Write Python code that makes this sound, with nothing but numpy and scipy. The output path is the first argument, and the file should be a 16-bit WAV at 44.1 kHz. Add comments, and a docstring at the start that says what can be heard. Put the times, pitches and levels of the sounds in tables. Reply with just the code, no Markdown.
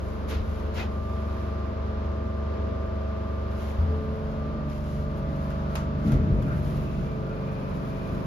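"""An electric motor hums inside a steel elevator car, on many multiples of its shaft speed, over a bed of
rushing air and low rumble. A passenger carries a microphone through the car's standing waves, so each tone
swells and fades. Soles scuff, steps boom in the floor, sleeves rustle and a button clicks; then the door drive
jolts, groans and rumbles while the rollers rub."""
import sys
import numpy as np
from scipy.fft import rfft, irfft, next_fast_len
from scipy.io import wavfile
from scipy.ndimage import map_coordinates

SR = 44100
rng = np.random.default_rng(int(sys.argv[2]) if len(sys.argv) > 2 else 0)


def generate_wav(sig):
    """Save sig (samples, or channels by samples) to the path in sys.argv[1] as 16-bit PCM at SR."""
    pcm = np.round(np.clip(np.atleast_2d(sig).T, -1, 1) * 32767).astype(np.int16)
    wavfile.write(sys.argv[1], SR, pcm)


N = 364266

# Microphone path: 0 near the display, 1 a step back, 2 lowered, 3 at the buttons, 4 facing the door
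# (time [s], place [0-4])
MIC_PATH = [(0, 0), (.75, 0.5), (.95, 1), (3.72, 1), (3.88, 2), (4.3, 2), (4.6, 2.5), (5.1, 3), (6.8, 3),
            (7.15, 3.5), (7.45, 4.5), (8.26, 4)]
# Notches in the treble (frequency [Hz], mid gain [dB], side gain [dB])
TREBLE_NOTCH_EQ = [(6770, 0, 1.5), (7510, -5.5, 6), (7870, -40.5, -9), (8600, -31, -2), (9580, -7, 4),
                   (10500, -5, -10), (11200, -5.5, -31), (13200, -5, -16.5), (14000, -8, -2), (14500, -34, -5),
                   (16000, -34, -2)]
# The microphone's lean to the left (frequency [Hz], left over right [dB])
LEFT_LEAN = [(60, -.5), (150, 0), (400, 1), (1200, 0), (2250, .3), (4100, 5), (7000, 4), (9000, 0),
             (16000, 0)]

# Fader ride on the air bed (time [s], relative level [dB])
AIR_RIDE = [(0.0, -39.5), (1.1, -39.5), (3.4, -39), (4.8, -41), (7, -40.5), (8.26, -40.5)]
# Colour of the air in the centre (frequency [Hz], gain [dB])
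AIR_MID_EQ = [(20, 0), (45, 19.5), (80, 16), (130, 6), (250, 7.5), (450, 11.5), (700, 7), (1000, 8.5),
              (1450, 4.5), (1800, -2), (3000, -8.5), (5000, -16), (7000, -29), (12000, -32.5), (16000, -36)]
# Colour of the air's stereo width (frequency [Hz], gain [dB])
AIR_SIDE_EQ = [(20, -26.5), (60, -6.5), (130, -5), (250, 2), (450, 1), (700, 9), (1000, 6), (1450, 5.5),
               (1800, -7), (3000, -11.5), (5000, -18.5), (8000, -33.5), (16000, -32)]
# Car rumble with the microphone high (frequency [Hz], relative level [dB])
RUMBLE_HIGH_EQ = [(20, -19), (45, -6.5), (80, 0), (130, -12.5), (200, -8), (300, -13), (450, -12.5),
                  (700, -38), (1200, -85)]
# Car rumble with the microphone low (frequency [Hz], relative level [dB])
RUMBLE_LOW_EQ = [(20, -18), (45, -1), (80, 1.5), (130, -2), (200, -3), (300, -7.5), (450, -18.5),
                 (700, -27.5), (1200, -84)]
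# Weight of the rumble (microphone high [dB], microphone low [dB])
RUMBLE_LEVELS = [-40.5, -38]
# Width of the rumble (frequency [Hz], side against mid [dB])
RUMBLE_WIDTH = [(40, -25), (130, -17.5), (300, -8), (600, -4)]

# Colour of brushing cloth (frequency [Hz], relative level [dB])
CLOTH_EQ = [(700, -36), (2000, 7.5), (4000, 0.5), (7000, -4), (12000, -2.5), (16000, -11.5)]
# Sleeve moves (peak time [s], level [dB], rise [s], fall [s], gain below 8 kHz [dB])
SLEEVE_MOVES = [(.08, -62, 0.11, 0.1, -3), (.295, -46.5, 0.01, 0.036, -4.5), (.53, -59.5, 0.091, .08, -3.5),
                (.77, -51.5, 0.016, 0.031, 0), (1.3, -64.5, 0.33, 0.16, -3), (3.64, -56, 0.065, .08, -2),
                (4.2, -70.5, 0.59, .2, -9), (4.73, -61, 0.034, 0.055, -1), (4.92, -58, .07, 0.087, -2),
                (5.17, -65, 0.04, .04, -8), (5.419, -62, 0.087, 0.14, -4), (5.752, -60, 0.037, .02, -3),
                (6.111, -52.5, .05, 0.04, -2.5), (6.7, -54, 0.18, 0.12, -6), (6.97, -63.5, 0.068, 0.11, 1),
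                (8.15, -60, 0.51, 0.25, -5)]
# Colour of a dragging sole (frequency [Hz], relative level [dB])
SOLE_EQ = [(500, -3), (1200, -3), (2000, -6), (4000, -11.5), (7000, -24.5), (12000, -30), (16000, -20)]
# Soles on the mat (start [s], level [dB], rise [s], fall [s])
SOLE_DRAGS = [(0.281, -40, 0.034, 0.053), (0.739, -37.5, 0.047, 0.045)]
# Rubs of sole, door guide and rollers (peak time [s], level [dB], rise and fall [s], pitch [Hz], width [Hz])
RUBS = [(.775, -51, .012, 2880, 120), (.808, -42.5, .011, 2040, 110), (.817, -42, 0.016, 2520, 110),
        (6.19, -57, .2, 1750, 2000), (6.13, -50, .08, 1370, 220), (5.8, -50, .08, 1350, 100),
        (6.15, -56.5, .07, 2050, 300), (6.52, -42, 0.034, 1420, 400), (7.33, -52, .06, 1410, 100),
        (6.45, -60, .15, 2400, 400), (6.9, -58, .1, 2600, 300), (7.1, -58.5, .06, 2350, 190),
        (7.55, -58, 0.2, 2420, 270), (8.05, -57.5, .15, 2400, 300)]
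# Weight landing on the floor (time [s], level [dB], pitch [Hz], t60 [s])
FOOTFALLS = [(.362, -21.5, 68.7, 0.22), (.53, -28, 73, 0.26), (.77, -21.5, 74.7, 0.24), (.4, -26, 48, .3),
             (1.95, -33, 50, .25), (2.06, -31.5, 70, .2), (3.785, -16, 71.8, 0.4), (3.8, -29, 168, .25),
             (3.822, -20, 80, .35), (4.97, -28, 54.9, .15)]
# Button and door contacts (time [s], relative level [dB], crack t60 [s])
CONTACTS = [(4.698, -46, 0.061), (5.5029, -44, 0.076), (4.777, -49.5, .02), (5.7503, -46, .01),
            (5.7543, -27, 0.025), (5.7578, -38, .02), (6.12, -37, 0.039), (6.424, -42.5, 0.04)]
# Colour of a click on the steel panel (frequency [Hz], relative level [dB])
PANEL_EQ = [(400, -8), (1000, 8.5), (2500, -1), (5000, -8), (10000, -10.5), (16000, -15.5)]
# Ring of a clicked part (frequency [Hz], relative level [dB], t60 [s])
BUTTON_MODES = [(900, 22, .007), (2500, -6, .07), (3300, 0, 0.035), (6850, -9, .02), (11300, 16, 0.006)]
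# Resonances of door and frame (frequency [Hz], width [Hz], relative level [dB])
DOOR_BODY = [(50, 30, -4.5), (98, 32, -0.5), (130.4, 52, 2), (179.4, 59, -2.5), (286.6, 49, -12.5),
             (352, 40, -13), (470, 120, -17)]
# The door takes up its slack and knocks in its track (time [s], level [dB], pitch [Hz], t60 [s])
DOOR_KNOCKS = [(6.045, -21.5, 152.7, .3), (6.055, -21, 210.2, 0.4), (6.115, -24, 214, .45),
               (6.11, -28, 290, .4), (6.045, -25, 285, 0.4), (6.118, -11.5, 132.8, 0.22),
               (6.135, -19, 96.3, 0.27), (6.13, -18, 50, .35), (6.22, -23, 78, 0.46),
               (6.29, -20.5, 94, 0.45), (6.32, -18.5, 52, .45), (6.38, -19.5, 72, 0.35),
               (6.43, -29.5, 276, .3), (6.555, -20, 143, 0.3), (6.66, -21, 75.2, 0.38)]
# A sagging boom after the jolt (time [s], pitch [Hz], level [dB])
GROAN_GLIDE = [(0, 180, -70), (6.16, 180, -70), (6.22, 176, -30), (6.32, 140, -29), (6.42, 124, -28),
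               (6.55, 120, -32), (6.7, 118, -70), (8.26, 118, -70)]

# Motor speed, sagging once the door drive runs (time [s], shaft rate [Hz])
SHAFT_SPEED = [(0, 24.17), (6.7, 24.17), (7.3, 24.09), (8.26, 24.05)]
# Core tones of the hum (pitch [x shaft rate])
CORE_MULTIPLES = [2, 3, 4, 5, 6, 8, 9, 12, 15, 16, 22, 24, 44, 28]
# One row per core tone (mid at each of places 0-4 [dB], side held high [dB], side held low [dB])
CORE_LEVELS = [(-42.5, -46, -44, -40, -42, -70, -64), (-33.5, -31, -38, -34, -49.5, -51, -51.5),
               (-40.5, -40.5, -52, -44, -43.5, -57, -54.5), (-53, -45.5, -51.5, -44.5, -42, -55.5, -58),
               (-50, -54.5, -40, -35.0, -38, -62, -59.5), (-46, -46.5, -70, -39, -40.0, -66.5, -75),
               (-42.5, -41, -37.5, -40, -46.5, -59, -52.5), (-53, -56.5, -66, -68, -69, -69, -61),
               (-59, -50.5, -60, -51, -53.5, -71, -72), (-60, -57.5, -65, -58, -53.5, -66.5, -69),
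               (-52, -53.5, -49, -65.5, -49, -60.0, -65), (-59, -53.5, -51.5, -67, -51.5, -56.5, -62),
               (-59.5, -57.5, -60, -68, -75, -61, -58), (-57, -67, -56, -70.5, -55.5, -73, -70)]
# Two whines near 1.2 kHz and 435 Hz (pitch [x shaft rate])
WHINE_MULTIPLES = [48.97, 18.03]
# The whines swell with small microphone moves (time [s], upper whine [dB], lower whine [dB])
WHINE_RIDES = [(0.0, -55, -48.5), (0.76, -59, -47.5), (0.96, -45, -58), (1.3, -47.5, -56),
               (1.95, -53.5, -48), (2.23, -48.5, -53.5), (3.38, -49.5, -53.5), (3.62, -56, -52),
               (3.8, -56, -53), (3.93, -49.5, -37.5), (4.07, -50.5, -38), (4.22, -68, -42),
               (4.4, -50.5, -45), (4.62, -49, -48.5), (4.81, -60.5, -53), (5.04, -54, -45),
               (5.45, -61, -53), (6.33, -61, -43.5), (6.76, -61, -60), (7.15, -61, -44), (7.45, -56.5, -42),
               (7.75, -68, -51), (8.1, -54, -46), (8.26, -65, -51)]
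# One row per whine (side held high [dB], side held low [dB])
WHINE_WIDTH = [(-59, -52), (-46, -50.5)]
# Three drones near 555, 605 and 650 Hz (pitch [x shaft rate])
DRONE_MULTIPLES = [23, 25, 26.97]
# The drones take turns as the microphone moves (time [s], lower [dB], middle [dB], upper [dB])
DRONE_RIDES = [(0, -61, -51, -53), (.4, -62, -54, -56), (.8, -57, -50.5, -50.5), (1.2, -60, -58, -47),
               (1.7, -55, -63, -48), (2.8, -52, -52, -45), (3.3, -54, -58, -46.5), (3.85, -55, -58, -51),
               (4.3, -51, -49, -48), (4.68, -52, -44.5, -57), (5.3, -45.5, -50, -46),
               (5.8, -48, -48.5, -47.5), (6.5, -53.5, -45, -47.5), (6.95, -61, -53.5, -49.5),
               (7.25, -52, -49, -48.5), (7.6, -53, -52, -59), (7.9, -64, -62, -47), (8.26, -64, -64, -50.5)]
# One row per drone (side held high [dB], side held low [dB])
DRONE_WIDTH = [(-58, -53), (-57, -56.5), (-55, -53.5)]
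# Faint tones that fill out the hum (pitch [x shaft rate])
FILL_MULTIPLES = [7, 11, 13, 14, 20, 21, 26, 50]
# One row per faint tone (mid held high [dB], mid held low [dB])
FILL_LEVELS = [(-54, -46.5), (-55, -49.5), (-62.5, -58), (-55.5, -56), (-64, -63), (-59, -61.5),
               (-59, -61.5), (-62, -62.5)]
# Pan of the hum, negative to the right (held high [share of mid], held low [share of mid])
HUM_PAN = [0, -.04]


def amp(db):
    """Decibels to gain."""
    return 10 ** (np.asarray(db) / 20)


def unit(x):
    """Scale to rms 1."""
    return x / np.sqrt(np.mean(x ** 2) + 1e-20)


def eq_gains(points, hz):
    """One gain curve per dB column, drawn on a log frequency axis."""
    knots, *columns = np.transpose(points)
    return amp([np.interp(np.log(hz + 1), np.log(knots + 1), column) for column in columns])


def automation(rows):
    """One value per sample for each column after the time."""
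    times, *columns = np.transpose(rows)
    return np.array([np.interp(np.arange(N) / SR, times, column) for column in columns])


def wobble(rate):
    """A smooth random curve with rate knots a second."""
    return map_coordinates(rng.standard_normal(int(N * rate / SR) + 4), [np.arange(N) * rate / SR])


def swell(peak, rise, fall):
    """A bell-shaped envelope around the peak time."""
    t = np.arange(N) / SR - peak
    return np.exp(-.5 * (t / np.where(t < 0, rise, fall)) ** 2)


def bandpass(f, centre, width):
    """Response of two like resonances in series."""
    return (1j * f * width / (centre ** 2 - f ** 2 + 1j * f * width)) ** 2


def filtered(x, response):
    """Shape x by a function of frequency."""
    size = next_fast_len(N + 8192)
    return irfft(rfft(x, size) * response(np.fft.rfftfreq(size, 1 / SR)), size)[..., :N]


def noise(eq):
    """Two unrelated noises of that colour, rms 1."""
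    return unit(filtered(rng.standard_normal((2, N)), lambda hz: eq_gains(eq, hz)))


def stereo(mid, side):
    """Mid and side to left and right."""
    return np.array([mid + side, mid - side])


def by_height(high, low):
    """Crossfade from high to low as the microphone is lowered."""
    return high + (low - high) * np.clip(automation(MIC_PATH)[0] - 1, 0, 1)


def air():
    """A bed of rushing air and motor noise, centred in the bass."""
    colour = lambda hz: np.vstack([eq_gains(AIR_MID_EQ, hz), eq_gains(AIR_SIDE_EQ, hz)])
    mid, side = filtered(rng.standard_normal((2, N)), colour)
    return amp(automation(AIR_RIDE)[0] - 1.5 + 1.14 * wobble(3.89)) * stereo(mid, side)


def rumble():
    """The car's lumpy low end, fuller near the floor."""
    high = amp(RUMBLE_LEVELS[0]) * noise(RUMBLE_HIGH_EQ)
    low = amp(RUMBLE_LEVELS[1]) * noise(RUMBLE_LOW_EQ)
    mid, side = by_height(high, low) * amp(1.5 * wobble(7))
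    return stereo(mid, filtered(side, lambda hz: eq_gains(RUMBLE_WIDTH, hz)[0]))


def sleeves(rest_db=-69.5):
    """Cloth on cloth: grainy noise that swells with each move."""
    cloth = noise(CLOTH_EQ) * amp(1.1 * wobble(40) + 1.1 * wobble(500))
    dull = filtered(cloth, lambda hz: hz < 8000)
    bright = cloth - dull
    rustle = amp(rest_db) * cloth
    for peak, db, rise, fall, dull_db in SLEEVE_MOVES:
        rustle += amp(db) * swell(peak, rise, fall) * (bright + amp(dull_db) * dull)
    return stereo(rustle[0], .68 * rustle[1])


def scuffs():
    """A sole drags on the mat: bright hiss up front, a duller drag behind it."""
    dull, bright = noise(SOLE_EQ), noise(CLOTH_EQ)
    out = np.zeros((2, N))
    for start, db, rise, fall in SOLE_DRAGS:
        age = np.clip(np.arange(N) / SR - start, 0, None)
        out += amp(db) * dull * swell(start + rise, rise / 2.7, fall) * (age > 0)
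        out += amp(db - 13.5) * bright * age / .016 * np.exp(1 - age / .011)
    return stereo(out[0], .54 * out[1])


def squeaks():
    """Sole, door guide and rollers rub: each a swelling band of friction noise."""
    out = np.zeros((2, N))
    for peak, db, fade, hz, width in RUBS:
        rub = unit(filtered(rng.standard_normal((2, N)), lambda f: bandpass(f, hz, width)))
        out += amp(db) * swell(peak, fade, fade) * rub
    return out


def thumps(blows, floor_db, overtone, floor_hz=79.5, floor_t60=1.74):
    """The car booms under each blow and the floor plate rings on."""
    out, t = np.zeros(N + SR), np.arange(SR) / SR
    attack = 1 - np.exp(-t / .006)
    ring = amp(floor_db - 60 * t / floor_t60) * np.sin(2 * np.pi * floor_hz * t)
    for start, db, hz, t60 in blows:
        phase = 2 * np.pi * hz * t
        boom = np.sin(phase) + .21 * np.sin(.86 * phase) + overtone * np.sin(1.5 * phase)
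        out[round(start * SR):][:len(t)] += amp(db) * attack * (amp(-60 * t / t60) * boom + ring)
    return stereo(out[:N], .1 * out[:N])


def clicks(snap_t60=.011, tail_t60=.29):
    """A contact snaps, cracks and rings briefly; the steel car answers with a noisy tail."""
    t = np.arange(SR // 3) / SR
    burst, ring = np.zeros((2, N + SR))
    attack = 1 - np.exp(-t / .0005)
    snap, tail = amp(-13.5 - 60 * t / snap_t60), amp(-14.5 - 60 * t / tail_t60)
    for start, db, t60 in CONTACTS:
        span = round(start * SR) + np.arange(len(t))
        crack = amp(-10 - 60 * t / t60)
        burst[span] += amp(db) * attack * (snap + crack + tail)
        for hz, mode_db, mode_t60 in BUTTON_MODES:
            strike_db = db - 13 + mode_db + rng.normal(0, 1.6)
            ring[span] += attack * amp(strike_db - 60 * t / mode_t60) * np.sin(2 * np.pi * hz * t)
    mid, side = noise(PANEL_EQ) * burst[:N]
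    return stereo(mid + ring[:N], .78 * side)


def groan():
    """An unsteady tone slides down as the door gets under way."""
    hz, db = automation(GROAN_GLIDE)
    tone = amp(db + 1.5 * wobble(20)) * np.sqrt(2) * np.sin(2 * np.pi * np.cumsum(hz) / SR)
    return stereo(tone, .1 * tone)


def door(start=6.045, attack_s=.03, fall_db_per_s=11):
    """The drive jolts the door, which knocks, groans and shudders in lumps that die away."""
    body = lambda f: sum(amp(db) * bandpass(f, hz, width) for hz, width, db in DOOR_BODY)
    mid, side = unit(filtered(rng.standard_normal((2, N)), body))
    age = np.clip(np.arange(N) / SR - start, 0, None)
    attack = 1 - np.exp(-age / attack_s)
    shudder = attack * amp(-25.5 - fall_db_per_s * age + 1.5 * wobble(14))
    knocks = thumps(DOOR_KNOCKS, floor_db=-22, overtone=.092)
    return shudder * stereo(mid, .24 * side) + knocks + groan()


def motor_hum(drift_rad=.2):
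    """Sines on multiples of the shaft rate, as loud as the standing waves make them at each place."""
    shaft_angle = 2 * np.pi * np.cumsum(automation(SHAFT_SPEED)[0]) / SR
    place = automation(MIC_PATH)[0]
    # Each voice holds its mid level and its pair of side levels.
    core = [(np.interp(place, range(5), row[:5]), row[5:]) for row in CORE_LEVELS]
    whines = zip(automation(WHINE_RIDES), WHINE_WIDTH)
    drones = zip(automation(DRONE_RIDES), DRONE_WIDTH)
    fill = [(by_height(high, low), (high - 14, low - 11.5)) for high, low in FILL_LEVELS]
    multiples = CORE_MULTIPLES + WHINE_MULTIPLES + DRONE_MULTIPLES + FILL_MULTIPLES
    mid, side = np.zeros((2, N))
    for multiple, (mid_db, side_levels) in zip(multiples, [*core, *whines, *drones, *fill]):
        phase = multiple * shaft_angle + rng.uniform(0, 2 * np.pi) + drift_rad * wobble(5)
        flutter_db = (.4 + .018 * multiple) * wobble(9)  # higher tones flutter more
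        mid += amp(mid_db + flutter_db) * np.sqrt(2) * np.sin(phase)
        side_db = by_height(*side_levels) + 2.3 * wobble(1.2)
        side += amp(side_db) * np.sqrt(2) * np.cos(phase + .3 * wobble(.72))
    return stereo(mid, side + by_height(*HUM_PAN) * mid)


def scene():
    """The motor and its bed, with the foley and the door on top."""
    car = motor_hum() + rumble() + air()
    foley = sleeves() + scuffs() + squeaks() + thumps(FOOTFALLS, floor_db=-9, overtone=.15) + clicks()
    return car + foley + door()


def record(dry):
    """The treble gets its notches, the sound leans left, and the treble ends at 15.7 kHz."""
    mid_side = np.array([dry[0] + dry[1], dry[0] - dry[1]]) / 2
    coloured = stereo(*filtered(mid_side, lambda hz: eq_gains(TREBLE_NOTCH_EQ, hz)))
    lean_split = np.array([[.5], [-.5]])  # half the dB up on the left, half down on the right
    return filtered(coloured, lambda hz: eq_gains(LEFT_LEAN, hz) ** lean_split * (hz < 15700))


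dry = scene()
out = record(dry)
generate_wav(out)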